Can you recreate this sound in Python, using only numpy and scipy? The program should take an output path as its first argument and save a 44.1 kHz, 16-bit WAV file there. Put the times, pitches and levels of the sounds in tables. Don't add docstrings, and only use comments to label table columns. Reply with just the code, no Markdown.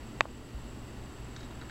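import sys
import numpy as np
from scipy import signal
from scipy.fft import rfft, irfft
from scipy.io import wavfile

SR = 44100
rng = np.random.default_rng(int(sys.argv[2]) if len(sys.argv) > 2 else 0)


def dump_mix(stems):
    frames = np.atleast_2d(stems).T
    limited = np.clip(frames, -1, 1)
    pcm = np.round(limited * 32767).astype(np.int16)
    wavfile.write(sys.argv[1], SR, pcm)


N = 74970
TIME = np.arange(N) / SR


# start_s, strength_db, brightness_hz, top_hz
KNOCK_HITS = [(0.2079, -0.5, 2060, 9200), (0.2546, -12.5, 756, 1650)]
# pitch_hz, gain_db, t60_s
PLASTIC_MODES = [(388, -37.5, 0.021), (627, -22, 0.019), (877, -23.5, 0.021), (1144, -11.5, 0.01),
                 (1870, -3.5, 0.0044), (2340, -15, 0.011), (2585, -14, 0.014), (3660, -10, 0.008),
                 (4430, -20, 0.0086), (6580, -3, 0.0019), (8750, -3, 0.0022)]

def knocks():
    force = np.zeros(N)
    for start_s, strength_db, brightness_hz, top_hz in KNOCK_HITS:
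        contact = cut(click(start_s, strength_db), brightness_hz, "low")
        force += cut(contact, top_hz, "low", order=8)
    body = sum(from_db(gain_db) * ring(force, hz, t60_s) for hz, gain_db, t60_s in PLASTIC_MODES)
    return cut(body, hz=194, kind="high")


# start_s, level_db, brightness_hz
CLAW_STEPS = [(1.3628, -42.5, 8000), (1.407, -51, 5500), (1.4305, -50.5, 5500), (1.507, -46, 1700),
              (1.6133, -44.5, 3600), (1.6204, -46, 1630), (1.6314, -51, 1600), (1.6955, -44.5, 2100)]

def claws():
    snap_gain, decay_s = 1.3, 0.004
    tick_gain = np.sqrt(decay_s * SR / N)
    ticks = np.zeros(N)
    for start_s, level_db, brightness_hz in CLAW_STEPS:
        tail = (TIME > start_s) * np.exp(-np.abs(TIME - start_s) / decay_s)
        force = snap_gain * click(start_s, 0) + slips(per_s=4000) * tail
        ticks += from_db(level_db) * tick_gain * wheel(force, brightness_hz)
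    return ticks


# pitch_hz, relative_db, t60_s
WHEEL_RESONANCES = [(268, -4, 0.019), (1000, -4.5, .012), (1364, 1, 0.011), (1747, -6, 0.03),
                    (2200, -5, 0.014), (3240, -7.5, 0.015), (3810, 1, 0.014), (4460, -4, .011),
                    (5230, 0.5, 0.0056), (5900, -8.5, 0.018), (6600, -1, 0.0082)]

def wheel(force, brightness_hz):
    body = sum((-1) ** k * from_db(relative_db) * ring(force, hz, t60_s)
               for k, (hz, relative_db, t60_s) in enumerate(WHEEL_RESONANCES))
    softened = cut(body, brightness_hz, "low")
    return rms_one(cut(softened, hz=8000, kind="low", order=4))


# time_s, level_db, brightness_hz
RUSTLE_ENVELOPE = [(0, -63, 2200), (.4, -67, 1500), (1.15, -60, 1900), (1.35, -61, 1900), (1.38, -55, 5500),
                   (1.44, -56.5, 5000), (1.48, -60.5, 2200), (1.7, -57.5, 1900)]

def rustle():
    force = slips(per_s=2000)
    time_s, level_db, brightness_hz = np.transpose(RUSTLE_ENVELOPE)
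    crossfades = [np.interp(TIME, time_s, weights) for weights in np.eye(len(time_s))]
    texture = sum(fade * wheel(force, hz) for fade, hz in zip(crossfades, brightness_hz))
    return from_db(np.interp(TIME, time_s, level_db)) * texture


# start_s, strength_db
WEIGHT_SHIFTS = [(0.545, -31), (0.583, -50), (0.64, -40), (0.957, -39), (1.198, -44)]

def bumps():
    pushes = sum(click(start_s, strength_db) for start_s, strength_db in WEIGHT_SHIFTS)
    return ring(cut(pushes, hz=70, kind="low"), hz=55.4, t60_s=0.3)


# frequency_hz, relative_db
ROOM_EQ = [(20, -69), (35, -70.5), (62, -64.5), (92, -73), (135, -73.5), (172, -77), (225, -70),
           (340, -74.5), (520, -82.5), (1000, -85), (1500, -91), (2300, -96), (3400, -96), (6500, -102.5),
           (10000, -107), (13000, -111), (15500, -112)]
# pitch_hz, half_width_hz, level_db
WHINE_BANDS = [(1933, 120, -67), (2780, 300, -64.5), (4586, 120, -72), (7694, 62, -66.5), (7700, 180, -71)]
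# pitch_hz, level_db
HUM_TONES = [(59.8, -59.5), (119.5, -51), (244, -61.5), (15734, -92)]

def room():
    eq_hz, eq_db = np.transpose(ROOM_EQ)
    air = from_db(-45) * noise(lambda f: from_db(np.interp(np.log(f), np.log(eq_hz), eq_db)))
    whine = sum(from_db(level_db) * noise(lambda f: 1 / (1 + ((f - hz) / half_width_hz) ** 2))
                for hz, half_width_hz, level_db in WHINE_BANDS)
    hum = sum(from_db(level_db) * np.sqrt(2) * np.sin(2 * np.pi * (hz * TIME + rng.random()))
              for hz, level_db in HUM_TONES)
    return air + whine + hum


def slips(per_s):
    return rng.choice([-1, 1], N) * (rng.random(N) < per_s / SR)


def click(start_s, level_db):
    return from_db(level_db) * (np.arange(N) == int(start_s * SR))


def ring(force, hz, t60_s):
    decay = np.exp(-np.log(1000) / (t60_s * SR))
    feedback = decay * np.cos(2 * np.pi * hz / SR)
    return signal.lfilter([1, -feedback], [1, -2 * feedback, decay ** 2], force + 1e-18)


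def noise(gain_at):
    hz = np.maximum(np.arange(N // 2 + 1) * SR / N, 1)
    return rms_one(irfft(rfft(rng.standard_normal(N)) * gain_at(hz), N))


def cut(x, hz, kind, order=2):
    return signal.sosfilt(signal.butter(order, min(hz, .45 * SR), kind, fs=SR, output="sos"), x + 1e-18)


def from_db(db):
    return 10 ** (np.asarray(db) / 20)


def rms_one(x):
    return x / np.sqrt(np.mean(x ** 2) + 1e-20)


def scene():
    return (room() + knocks() + bumps() + rustle() + claws())[None]


def record(dry):
    threshold_db, duck_share, attack_s, release_db_per_s = -14.5, 0.18, 0.012, 5
    top_hz = 15800
    over_db = np.maximum(20 * np.log10(np.abs(dry[0]) + 1e-9) - threshold_db, 0)
    release_db = release_db_per_s * TIME
    duck_db = np.maximum.accumulate(duck_share * over_db + release_db) - release_db
    lag = np.exp(-1 / (attack_s * SR))
    gain = from_db(-signal.lfilter([1 - lag], [1, -lag], duck_db))
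    return signal.sosfilt(signal.ellip(12, .1, 70, top_hz, fs=SR, output="sos"), dry * gain)


dry = scene()
out = record(dry)
dump_mix(out)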